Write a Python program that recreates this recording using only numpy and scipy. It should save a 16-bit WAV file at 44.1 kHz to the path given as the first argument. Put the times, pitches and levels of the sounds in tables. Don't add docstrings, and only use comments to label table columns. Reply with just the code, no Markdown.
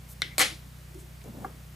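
import sys
import numpy as np
from scipy import signal
from scipy.fft import rfft, irfft
from scipy.io import wavfile
from scipy.ndimage import uniform_filter1d

SR = 44100
rng = np.random.default_rng(int(sys.argv[2]) if len(sys.argv) > 2 else 0)


def to_wav(sig):
    pcm = np.clip(np.atleast_2d(sig), -1, 1) * 32767
    pcm = np.round(pcm).astype(np.int16)
    wavfile.write(sys.argv[1], SR, pcm.T)


N = 77175
T, HZ = np.arange(N) / SR, np.fft.rfftfreq(N, 1 / SR)
EDGE_HZ = 15200

# [f/Hz, rms level/dB]
HUM_PARTIALS = [(61.2, -49.5), (91.9, -60), (122.6, -53), (153.2, -54), (183.5, -63.5)]
# [t/s, length/s, level/dB]
HAND_SHIFTS = [(1.236, 0.081, -44.5), (1.318, 0.094, -45.5), (1.391, 0.087, -41.5)]
# [t/s, length/s, level/dB, centre f/Hz, width/oct]
HANDLING_SOUNDS = [(0.084, 0.059, -50.5, 12000, 1), (0.3, 0.05, -50.5, 2120, 0.092),
                   (.5, 0.069, -53, 326, 0.054), (0.637, 0.043, -57, 274, 0.12),
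                   (0.874, .24, -60, 356, 0.17), (0.939, .06, -51, 65, .3), (0.95, 0.048, -45.5, 346, 0.11),
                   (.944, .005, -51, 8000, 0.56), (0.984, 0.04, -55.5, 8500, 0.45),
                   (1.213, 0.0096, -54.5, 2440, 0.85), (1.239, 0.0058, -53, 7000, .7),
                   (1.288, 0.039, -46, 208, 0.19), (1.546, 0.0045, -53.5, 2150, 0.068)]
# [t/s, level/dB]
KNOCK_BLOWS = [(1.4452, -24), (1.4612, -38)]
# [t/s, level/dB, decay/s, tilt/(dB/oct)]
CRACK_BURSTS = [(.3813, -3, .0006, 2.0), (.3934, -11, .0015, 1.3), (.3983, -11, .0006, .3),
                (.4060, -12, .0012, -.8)]

# [f/Hz, relative level/dB, t60/s]
KNOCK_BODY_MODES = [(384, -15, 0.12), (776, 0, 0.053), (1158, 3, 0.023), (1410, -2, 0.02), (1656, -5, .022),
                    (2100, -13, 0.021)]
CLICK_BODY_MODES = [(430, -24, .016), (810, -24, .02), (1130, -22, .018), (1485, -12, .02),
                    (1968, -8, .022), (2135, -4.5, .02), (2340, -10, .014), (3665, -2, .015),
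                    (4170, -5, .014), (5650, -9, .007), (7980, -14, .008), (10150, -13, .005),
                    (12850, -22, .016)]
TOOL_MODES = [(2000, -43, 0.2), (2300, -52, .14), (3440, -43, 0.15), (3600, -46, 0.092)]
METAL_MODES = [(310, -4, .2), (1150, 0, .1), (1847, -1, .18), (1997, -1, .19), (2108, 0, .17),
               (2218, 2, .2), (3275, -3, .25), (3565, -5, .23), (4254, -3, .18), (4467, -5, .18),
               (4699, -4, .18), (5068, -6, .2), (7233, -7, .18), (8629, -7, .16)]

# [f/Hz, relative level/dB]
HISS_SPECTRUM = [(20, -29), (45, -6), (70, -22.5), (130, -19.5), (200, -10), (310, -22.5), (500, -20.5),
                 (1000, -24), (1900, -24), (2600, -26.5), (5000, -30), (10000, -32), (15000, -32.5)]
RUB_SPECTRUM = [(60, -10.5), (120, 3.5), (210, 3.5), (300, -1), (420, -4.5), (750, -7), (1100, -18),
                (2000, -29.5), (4000, -35.5), (14000, -31)]
TICK_SPECTRUM = [(150, -20), (600, -9), (1000, 2.5), (2000, 2.5), (4500, 5), (7000, -18), (9000, 1.5),
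                 (11500, -4.5), (13500, -18)]
RATTLE_SPECTRUM = [(100, -18), (200, -21), (310, 4), (410, -16.5), (510, 7), (620, -23), (790, 5),
                   (970, -9), (1150, 4), (1400, 2.5), (1650, -2), (1880, 8.5), (2220, 4.5), (2600, 0),
                   (3300, 2.5), (4400, -3), (6000, -3), (8400, -4.5), (11200, -11), (12100, -18),
                   (12900, 3.5), (13600, -44)]
CRACK_SPECTRUM = [(100, -15), (300, -1), (620, 14.5), (1000, 7), (1600, 10.5), (2150, 7), (2900, -2),
                  (4300, 10), (6000, -11), (8000, 8), (11500, 8.5), (13000, -9), (14000, -40)]
# [f/Hz, relative level/dB]
KNOCK_ROOM_SPECTRUM = [(100, -7), (230, 2.5), (750, 0), (1000, -4), (1350, -3), (2000, -14), (3000, -30),
                       (14000, -28)]
CLICK_ROOM_SPECTRUM = [(150, -9.5), (330, -3.5), (620, -18), (1000, -22.5), (1500, -5.5), (1800, -2),
                       (2080, 6.5), (2450, -4), (2830, -4), (3400, 0.5), (4100, -5), (4650, -10.5),
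                       (5400, -9.5), (7000, -22), (10500, -22), (13500, -54.5)]
SNAP_ROOM_SPECTRUM = [(100, -14), (310, -10.5), (450, -6.5), (780, -3.5), (970, -11.5), (1200, -3.5),
                      (1650, -0.5), (2150, 6), (2700, 2), (3400, 1), (5200, -4), (8000, -7.5),
                      (11000, -9.5), (12100, -22), (12900, -11), (13600, -53)]
BENCH_SPECTRUM = [(100, -16), (300, 2), (620, -3), (980, -5), (1150, 5), (1650, -11), (2150, 6.5),
                  (2800, -8), (4300, 4), (5700, -8.5), (8000, 7), (11000, -14), (12100, -13), (12900, 10),
                  (13600, -26)]
# [f/Hz, t60/s]
ROOM_DECAY = [(150, 0.62), (500, 0.27), (1000, 0.31), (2100, 0.25), (4000, 0.31), (8000, 0.27),
              (13000, 0.32)]

# [f/Hz, coherence/1]
HISS_COHERENCE = [(50, 0.48), (200, 0.54), (500, 0.48), (1500, 0.18), (4000, 0.59), (8000, 0.99),
                  (14000, 0.97)]
NEAR_COHERENCE = [(200, 0.95), (700, 0.94), (2000, 0.66), (5000, 0.87), (9000, 0.87), (14000, 0.92)]
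ROOM_COHERENCE = [(200, 0.98), (700, 0.78), (2000, 0.36), (5000, 0.86), (10000, 0.8)]
CRACK_COHERENCE = [(200, 0.9), (700, .92), (2000, .75), (5000, 0.62), (9000, 1), (14000, 0.89)]
BENCH_COHERENCE = [(200, 0.98), (700, 0.99), (2000, .5), (5000, 1), (9000, 1), (14000, 0.83)]
# [f/Hz, phase lead/rad, level/dB]
MIC_PORTS = [(60, -0.3, 3), (400, -0.57, 0), (910, -0.96, 0), (1980, -0.68, 3.5), (4500, -0.34, 1),
             (9000, -0.18, 1), (14000, 0.18, .2)]


def amp(db):
    return 10 ** (np.asarray(db) / 20)


def unit(x):
    return x / np.sqrt(np.mean(x ** 2) + 1e-20)


def lookup(table, hz, col=1):
    points = np.array(table, float)
    return np.interp(np.log(hz + 1), np.log(points[:, 0] + 1), points[:, col])


def since(start_s):
    return np.maximum(T - start_s, 0)


def ramp(start_s, rise_s):
    return np.minimum(since(start_s) / rise_s, 1)


def fall(start_s, decay_s):
    return np.exp(-since(start_s) / decay_s)


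def stroke(start_s, length_s, exponent):
    return np.maximum(np.sin(np.pi * ramp(start_s, length_s)), 0) ** exponent


def drift(rate_hz):
    return unit(irfft(rfft(rng.standard_normal(N)) * np.exp(-(HZ / rate_hz) ** 2), N))


def colour(x, spectrum, size=4096):
    log_gain = np.log(amp(lookup(spectrum, abs(np.fft.fftfreq(size, 1 / SR)))))
    taps = np.fft.ifft(np.exp(np.conj(signal.hilbert(log_gain)))).real[:size // 2]
    return signal.fftconvolve(x, taps[None] / np.linalg.norm(taps), axes=1)[:, :N]


def stereo_noise(coherence, raw=None):
    a, b = rfft(rng.standard_normal((2, N)) if raw is None else raw)
    alike = np.clip(lookup(coherence, HZ), 0, 1)
    mid, side = a * np.sqrt(1 + alike), b * np.sqrt(1 - alike)
    return unit(irfft([mid + side, mid - side], N))


def ring(start_s, modes, scatter_cycles=0):
    t, out = since(start_s), 0
    for k, (hz, db, t60_s) in enumerate(modes):
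        phase_rad = 2 * np.pi * (hz * t + scatter_cycles * rng.random()) + k * np.pi
        out += amp(db - 60 * t / t60_s) * np.sin(phase_rad)
    return (t > 0) * out


def room_tail(start_s, spectrum, rise_s):
    hz, t, bands = signal.stft(stereo_noise(ROOM_COHERENCE), SR, nperseg=256)
    bands *= amp(-60 * np.maximum(t - start_s, 0) / lookup(ROOM_DECAY, hz)[:, None])
    tail = signal.istft(bands, SR, nperseg=256)[1][:, :N]
    return colour(tail * ramp(start_s, rise_s), spectrum)


def hiss(level_db=-53.5):
    shaped = rfft(stereo_noise(HISS_COHERENCE)) * amp(lookup(HISS_SPECTRUM, HZ))
    return amp(level_db) * unit(irfft(shaped, N))


def motor_hum(waver_db=0.7, waver_rad=0.06):
    out = 0
    for hz, db in HUM_PARTIALS:
        peak = np.sqrt(2) * amp(db + waver_db * drift(rate_hz=12))
        out += peak * np.sin(2 * np.pi * (hz * T + rng.random()) + waver_rad * drift(rate_hz=2.7))
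    return out


def faint_handling():
    out = 0
    for start_s, length_s, db, centre_hz, width_oct in HANDLING_SOUNDS:
        band = np.exp(-0.5 * (np.log2((HZ + 1) / centre_hz) / width_oct) ** 2) * (HZ < EDGE_HZ)
        noise = unit(irfft(rfft(stereo_noise(NEAR_COHERENCE)) * band, N))
        out += amp(db) * stroke(start_s, length_s, exponent=0.43) * noise
    return out


def hand_rub(lump_db=1.5):
    lumps = unit(amp(lump_db * unit(uniform_filter1d(rng.standard_normal(N), size=400))))
    pressure = sum(amp(db) * stroke(start_s, length_s, exponent=0.61)
                   for start_s, length_s, db in HAND_SHIFTS)
    return colour(stereo_noise(NEAR_COHERENCE) * lumps * pressure, RUB_SPECTRUM)


def knock(push_s=0.0042, room_db=-42):
    body = sum(amp(db) * ramp(start_s, push_s) * ring(start_s, KNOCK_BODY_MODES)
               for start_s, db in KNOCK_BLOWS)
    return body + amp(room_db) * room_tail(KNOCK_BLOWS[0][0], KNOCK_ROOM_SPECTRUM, rise_s=0.0033)


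def tool_click(start_s=0.2193, echo_delay_s=0.006):
    tick = stereo_noise(NEAR_COHERENCE) * (T > start_s) * fall(start_s, decay_s=0.00061)
    tick = amp(-19) * colour(tick, TICK_SPECTRUM)
    echo_s = start_s + echo_delay_s
    echo = stereo_noise(ROOM_COHERENCE) * (T > echo_s) * fall(echo_s, decay_s=0.007)
    echo = amp(-30) * colour(echo, CLICK_ROOM_SPECTRUM)
    body = amp(-13.5) * ring(start_s, CLICK_BODY_MODES) + ring(start_s, TOOL_MODES)
    tail = amp(-34) * room_tail(start_s, CLICK_ROOM_SPECTRUM, rise_s=0.0017)
    return tick + body + echo + tail


def rattle(start_s=0.3935, rise_s=0.012, hold_s=0.011, decay_s=0.015, contacts_per_s=14000):
    contacts = rng.standard_normal((2, N)) * (rng.random((2, N)) < contacts_per_s / SR)
    swell = np.sqrt(ramp(start_s, rise_s)) * fall(start_s + rise_s + hold_s, decay_s)
    return colour(stereo_noise(NEAR_COHERENCE, contacts) * swell, RATTLE_SPECTRUM)


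def metal_ring(start_s=0.407):
    return ring(start_s, METAL_MODES, scatter_cycles=0.87) * ramp(start_s, rise_s=0.003)


def cracks(rise_s=0.00047, bench_decay_s=0.011, bench_db=-17.5):
    direct, bench_power = 0, 0
    for start_s, db, decay_s, tilt_db_per_oct in CRACK_BURSTS:
        onset = amp(db) * ramp(start_s, rise_s)
        spectrum = [(hz, band_db + tilt_db_per_oct * np.log2(hz)) for hz, band_db in CRACK_SPECTRUM]
        direct += colour(stereo_noise(CRACK_COHERENCE) * onset * fall(start_s, decay_s), spectrum)
        bench_power += (onset * fall(start_s, bench_decay_s)) ** 2
    reflections = colour(stereo_noise(BENCH_COHERENCE) * np.sqrt(bench_power), BENCH_SPECTRUM)
    return direct + amp(bench_db) * reflections


def tool_snap(tail_start_s=0.4056):
    near = amp(-18.5) * rattle() + amp(-29.5) * metal_ring() + cracks()
    return near + amp(-18.5) * room_tail(tail_start_s, SNAP_ROOM_SPECTRUM, rise_s=0.016)


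def scene():
    bench = tool_click() + tool_snap() + knock() + hand_rub() + faint_handling()
    left_gain = amp(lookup(MIC_PORTS, HZ, col=2) / 2) * np.exp(0.5j * lookup(MIC_PORTS, HZ))
    at_ports = irfft(rfft(bench) * np.array([left_gain, 1 / left_gain]), N)
    return at_ports + motor_hum() + hiss()


def record(dry):
    taps = signal.firwin(511, EDGE_HZ, window=("kaiser", 9), fs=SR)
    return signal.oaconvolve(dry, taps[None], "same")


dry = scene()
out = record(dry)
to_wav(out)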